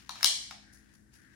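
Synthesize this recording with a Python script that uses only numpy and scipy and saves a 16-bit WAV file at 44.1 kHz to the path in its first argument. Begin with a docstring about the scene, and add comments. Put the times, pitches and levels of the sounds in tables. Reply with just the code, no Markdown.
"""Gloves rub softly on metal over a low hum and a faint hiss on the left: a pistol is handled close by.
Its magazine ticks in the grip, catches with a sharp double clack and knocks once more.
Each impact of steel on steel cracks and excites the pistol's modes, which the hand damps quickly,
while the thin magazine rings on. The walls of a bare, lively room answer every click."""
import sys
import numpy as np
from scipy import signal
from scipy.io import wavfile

SR = 44100
rng = np.random.default_rng(int(sys.argv[2]) if len(sys.argv) > 2 else 0)


def dump(signal):
    """Clip the signal to [-1, 1] and save it as 16-bit WAV at the path in sys.argv[1]."""
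    limited = np.clip(np.atleast_2d(signal).T, -1, 1)
    pcm = np.round(limited * 32767).astype(np.int16)
    wavfile.write(sys.argv[1], SR, pcm)


N = 59535

# Background rumble. Each row: frequency in Hz, relative spectral density in dB.
RUMBLE_SPECTRUM = [(25, -16.5), (60, -1.5), (100, -4), (180, -4.5), (300, -8), (450, -21), (800, -26.5),
                   (3000, -36), (9000, -28), (15000, -48)]
# Tones of the hum. Each row: frequency in Hz, level in dB.
HUM_TONES = [(59.2, -73.5), (118.4, -79.5), (208.5, -74), (262, -79.5), (322, -80.5)]
# Course of the hiss. Each row: time in seconds, level in dB.
HISS_LEVELS = [(0, -76.5), (.62, -77.5), (.68, -68), (.78, -70), (.86, -74), (.95, -74.5), (1.03, -80),
               (1.12, -79), (1.2, -68), (1.35, -70)]
# Likeness of the two channels in diffuse sound. Each row: frequency in Hz, correlation from -1 to 1.
STEREO_CORRELATION = [(60, 0.87), (250, 0.096), (1000, 0.092), (2500, -0.034), (5000, 0.0048),
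                      (8500, -0.44), (14000, 0.42)]
# Course of the gloves' rubbing. Each row: time in seconds, level in dB.
RUB_LEVELS = [(0, -58), (.04, -65.5), (.08, -65.5), (.16, -60), (.22, -48.5), (.5, -70), (.7, -84.5),
              (.8, -76), (.95, -70.5), (1.03, -87.5), (1.115, -80), (1.145, -66), (1.21, -74), (1.35, -72)]
# Quick slips of a glove. Each row: start in seconds, level in dB, rise and decay in seconds.
GLOVE_SLIPS = [(0.721, -59, 0.015, 0.05), (.92, -69, .02, 0.055), (1.128, -63, 0.012, 0.066)]
# Friction noise of rubs and of slips. Each row: frequency in Hz, relative spectral density in dB.
RUB_SPECTRUM = [(400, -14.5), (1000, -1.5), (2500, 2.5), (4000, -1), (6000, 0), (8000, -12.5), (9800, -7.5),
                (12500, -21.5), (14500, -17.5)]
SLIP_SPECTRUM = [(1000, -4), (3000, -12), (4800, 5), (6300, 9), (8000, -18), (9800, 12), (12500, -32),
                 (14500, -6)]
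# Near walls. Each row: delay in seconds, gain in dB, left minus right in dB.
WALL_ECHOES = [(0.0111, -11.5, 3.5), (0.0162, -13.5, 4)]
# Reverberation. Each row: frequency in Hz, gain in dB, T60 in seconds, left minus right in dB.
REVERB_BANDS = [(294, 11.5, 0.41, -2), (650, 10, 0.54, 1), (1160, -7, 0.46, 0), (2150, 0.5, .68, -1),
                (3077, 4.5, 0.52, -0.5), (4300, 2, 0.59, 3), (5470, -2, .58, 7), (7493, 4, 0.55, -0.5),
                (9950, -2.5, .45, -1), (12690, -17, .36, 0), (14500, -10.5, 0.21, -1)]
# Modes of the magazine. Each row: frequency in Hz, gain in dB, T60 in seconds.
MAGAZINE_MODES = [(960, -33.5, .5), (2700, -25.5, 0.45), (2866, -21, .5), (3010, -22, 0.59),
                  (3380, -22, .5), (3549, -19.5, .5), (3960, -23, .6), (4420, -26, 0.38), (4500, -24, 0.61),
                  (4990, -26, 0.8), (4880, -21, .5), (5540, -20, 0.65), (6580, -25, .5)]
# Modes of the held pistol. 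Each row: frequency in Hz, gain in dB, T60 in seconds, left minus right in dB.
PISTOL_MODES = [(707, -20.5, 0.014, -4), (982, -16, 0.0067, 2.5), (1250, -12, .014, 4),
                (1659, -11, 0.0139, 1), (2317, -15, 0.014, -6), (2773, -12, 0.011, 11),
                (3210, -12, 0.005, 10.5), (3934, -5, 0.0075, 9.5), (4615, -7.5, 0.0065, 9),
                (5268, -3.5, 0.0042, 12), (6975, -12, 0.0033, 6.5), (9120, -19, 0.0068, -2.5),
                (9780, -9, 0.00924, 2), (14300, -12, 0.015, -6)]
# Steel impacts. Each row: time in seconds, level in dB, bass and treble gains in dB, two favoured
# pitches (each in Hz, then its lift in dB), chatter decay in seconds, chatter gain in dB.
IMPACTS = [(0.0930, -45.5, 10, -2, 4160, 8.1, 1083, 11.1, 0.0017, 7),
           (0.156, -52.5, 10.5, -10, 5540, 4.5, 3600, 4.9, 0.013, 2),
           (0.209, -54, 8, -8, 1650, 10.4, 2320, 7.7, 0.0013, 5),
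           (0.2298, -32.5, 2.5, 1, 5350, 5.5, 2280, 4.4, .0010, 8),
           (0.2446, -23, -4.5, 2, 4610, 3.5, 3280, 3, 0.00077, -0.5),
           (0.5097, -49, 12, -11, 5290, 4.74, 2200, 7.1, 0.0054, -3)]

IMPACT_SCALE = np.sqrt(SR / 100)   # an impulse with the energy of 10 ms at rms 1
FIRST_TOUCH_S, FIRST_TOUCH_DB = .0006, -17.5   # lead and level against the main blow
BASS_HZ, BODY_HZ, TREBLE_HZ = 1022, 3330, 10200
CRACK_DB, CRACK_LOW_HZ = -7, 1500
ROOM_CRACK_DB = 8.5   # the crack spreads to the walls more strongly than the ring
TIME = np.arange(N) / SR


def from_db(db):
    """Amplitude grows tenfold for every 20 dB."""
    return 10 ** (np.asarray(db) / 20)


def unit_rms(x):
    """Normalisation to a mean power of 1."""
    return x / np.sqrt(np.mean(x ** 2) + 1e-20)


def unit_energy(x):
    """Normalisation to a mean energy of 1 per channel."""
    return unit_rms(x) / np.sqrt(x.shape[-1])


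def pan(db):
    """A level difference, left minus right, gives a sound its direction."""
    return from_db(np.array([[db], [-db]]) / 2)


def level_curve(rows):
    """An amplitude envelope, interpolated in decibels."""
    return from_db(np.interp(TIME, *np.transpose(rows)))


def at_hz(rows, hz):
    """Interpolation of a table's columns on a logarithmic frequency axis."""
    frequencies, *columns = np.transpose(rows)
    return [np.interp(np.log(hz), np.log(frequencies), column) for column in columns]


def drift(rate_hz):
    """Random modulation: Gaussian values joined by straight lines."""
    return np.interp(TIME * rate_hz, np.arange(4096), rng.standard_normal(4096))


def delayed(x, delay_s):
    """Propagation delays a sound without changing its shape."""
    return np.pad(x, ((0, 0), (int(delay_s * SR), 0)))[:, :N]


def resonance(force, hz, t60):
    """A damped oscillator, whose free vibration falls 60 dB in t60 seconds."""
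    radius = from_db(-60 / (t60 * SR))
    feedback = [1, -2 * radius * np.cos(2 * np.pi * hz / SR), radius ** 2]
    return signal.lfilter([1, 0, -1], feedback, force + 1e-18)


def noise_bands():
    """Partly correlated stereo noise in third octaves; yields each centre in Hz and its band."""
    edges = 22 * 2 ** (np.arange(30) / 3)
    white = rng.standard_normal((2, 2, N + SR // 2))
    for k, (low, high) in enumerate(zip(edges, edges[1:])):
        bandpass = signal.butter(2, [low, high], "band", fs=SR, output="sos")
        mid, side = signal.sosfilt(bandpass, white[k % 2])[:, -N:]
        hz = np.sqrt(low * high)
        alike = np.clip(at_hz(STEREO_CORRELATION, hz)[0], -1, 1)
        yield hz, np.sqrt((1 + alike) / 2) * mid + np.sqrt((1 - alike) / 2) * side * [[1], [-1]]


def coloured_noise(spectrum):
    """Spectral shaping: weighted bands add up to stereo noise of rms 1."""
    return unit_rms(sum(from_db(at_hz(spectrum, hz)[0]) * band for hz, band in noise_bands()))


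def rumble(level_db=-64.5):
    """Stationary noise, densest at low frequencies, forms the room's background."""
    return from_db(level_db) * pan(db=2.5) * coloured_noise(RUMBLE_SPECTRUM)


def hum(waver_db=2.5):
    """Slow amplitude modulation makes each low tone waver."""
    tones = np.zeros(N)
    for hz, db in HUM_TONES:
        amplitude = np.sqrt(2) * from_db(db + waver_db * drift(rate_hz=7))
        tones += amplitude * np.sin(2 * np.pi * (hz * TIME + rng.random()))
    return pan(db=13) * tones


def hiss(centre_hz=1700, width_hz=423):
    """Narrow-band noise swells and fades on the left."""
    edges = [centre_hz - width_hz / 2, centre_hz + width_hz / 2]
    bandpass = signal.butter(2, edges, "band", fs=SR, output="sos")
    noise = unit_rms(signal.sosfilt(bandpass, rng.standard_normal((2, N))))
    return level_curve(HISS_LEVELS) * pan(db=16) * noise


def gloves(grain_db=3):
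    """Sliding friction of rubber on metal makes grainy noise, brighter in the quick slips."""
    slip_envelope = np.zeros(N)
    for start, db, rise, decay in GLOVE_SLIPS:
        attack = np.clip((TIME - start) / rise, 0, 1)
        release = np.exp(-np.maximum(TIME - start - rise, 0) / decay)
        slip_envelope += from_db(db) * attack * release
    rubbing = level_curve(RUB_LEVELS) * coloured_noise(RUB_SPECTRUM)
    slipping = slip_envelope * coloured_noise(SLIP_SPECTRUM)
    grain = from_db(grain_db * drift(rate_hz=300))
    return grain * pan(db=6.5) * (rubbing + slipping)


def reverberation(x, delay_s=.0115, early_db=-9.5, early_t60=0.28):
    """Diffuse reflections decay exponentially: an early burst, and a tail shortest in the top treble."""
    early = from_db(early_db - 60 * TIME / early_t60)
    response = np.zeros((2, N))
    for hz, band in noise_bands():
        db, t60, pan_db = at_hz(REVERB_BANDS, hz)
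        tail = from_db(-60 * TIME / t60)
        response += from_db(db) * pan(pan_db) * unit_energy(early + tail) * band
    mono = x.mean(axis=0, keepdims=True)
    return delayed(signal.fftconvolve(mono, response, axes=1), delay_s)


def wall_echoes(x):
    """Specular reflection: each near wall returns one weaker, later copy."""
    return sum(from_db(db) * pan(pan_db) * delayed(x, delay_s) for delay_s, db, pan_db in WALL_ECHOES)


def scattering(x, gain_db=-6, t60=0.057, top_hz=8200):
    """Hands, table and cases scatter the sound into a short, dense spray of reflections."""
    t = np.arange(SR // 8) / SR
    spray = rng.standard_normal((2, len(t))) * from_db(-60 * t / t60)
    lowpass = signal.butter(2, top_hz, fs=SR, output="sos")
    response = signal.sosfilt(lowpass, unit_energy(spray))
    return from_db(gain_db) * signal.fftconvolve(x, response, axes=1)[:, :N]


def magazine_ring():
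    """Lightly damped modes of thin steel ring on faintly after every impact."""
    blows = np.zeros(N)
    for time_s, db, *_ in IMPACTS:
        blows[int(time_s * SR)] = from_db(db) * IMPACT_SCALE
    rings = sum(from_db(db) * unit_energy(resonance(blows, hz, t60)) for hz, db, t60 in MAGAZINE_MODES)
    return pan(db=2.5) * np.linalg.norm(blows) * rings


def contact_force(chatter_s, chatter_db, stereo_spread=.25, samples=4096):
    """Steel meets steel in a light first touch, an impulsive blow and a dying chatter."""
    t = np.arange(samples) / SR
    mid, side = rng.standard_normal((2, samples))
    envelope = np.minimum(t / FIRST_TOUCH_S, 1) * np.exp(-t / chatter_s)
    chatter = envelope * (mid + stereo_spread * side * [[1], [-1]])
    force = from_db(chatter_db) * unit_energy(chatter)
    force[:, 0] += from_db(FIRST_TOUCH_DB)
    force[:, int(FIRST_TOUCH_S * SR)] += 1
    return force


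def coupling(hz, favoured_hz, width_octaves=0.24):
    """A contact point favours modes near one pitch: the weight is 1 there and falls towards 0."""
    return np.exp(-(np.log2(hz / favoured_hz) / width_octaves) ** 2)


def pistol_impacts():
    """Modal excitation: each impact cracks, and its position decides which modes ring most."""
    rings, cracks = np.zeros((2, 2, N + SR))
    highpass = signal.butter(2, CRACK_LOW_HZ, "high", fs=SR, output="sos")
    for time_s, db, bass_db, treble_db, *favoured, chatter_s, chatter_db in IMPACTS:
        first_hz, first_db, second_hz, second_db = favoured
        force = contact_force(chatter_s, chatter_db)
        start = int((time_s - FIRST_TOUCH_S) * SR)
        span = slice(start, start + force.shape[1])
        gain = from_db(db) * IMPACT_SCALE
        crack = unit_energy(signal.sosfilt(highpass, force))
        cracks[:, span] += gain * from_db(CRACK_DB + treble_db) * crack
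        for k, (hz, mode_db, t60, pan_db) in enumerate(PISTOL_MODES):
            tilt_db, = at_hz([(BASS_HZ, bass_db), (BODY_HZ, 0), (TREBLE_HZ, treble_db)], hz)
            lift_db = first_db * coupling(hz, first_hz) + second_db * coupling(hz, second_hz)
            mode = unit_energy(resonance(force, hz, t60)) * (-1) ** k   # neighbours alternate in sign
            rings[:, span] += gain * from_db(mode_db + tilt_db + lift_db) * pan(pan_db) * mode
    return rings[:, :N], cracks[:, :N]


def scene():
    """Superposition of the direct clicks, their reflections, the gloves and the background."""
    rings, cracks = pistol_impacts()
    clicks = rings + cracks
    towards_walls = rings + from_db(ROOM_CRACK_DB) * cracks
    reflections = scattering(clicks) + wall_echoes(clicks) + reverberation(towards_walls)
    return clicks + magazine_ring() + reflections + gloves() + hum() + hiss() + rumble()


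def record(dry):
    """Clipping stops peaks at full scale; a steep low-pass then limits the bandwidth."""
    stopband_hz = 17278
    lowpass = signal.cheby2(12, 70, stopband_hz, fs=SR, output="sos")
    return signal.sosfilt(lowpass, np.clip(dry, -1, 1))


dry = scene()
out = record(dry)
dump(out)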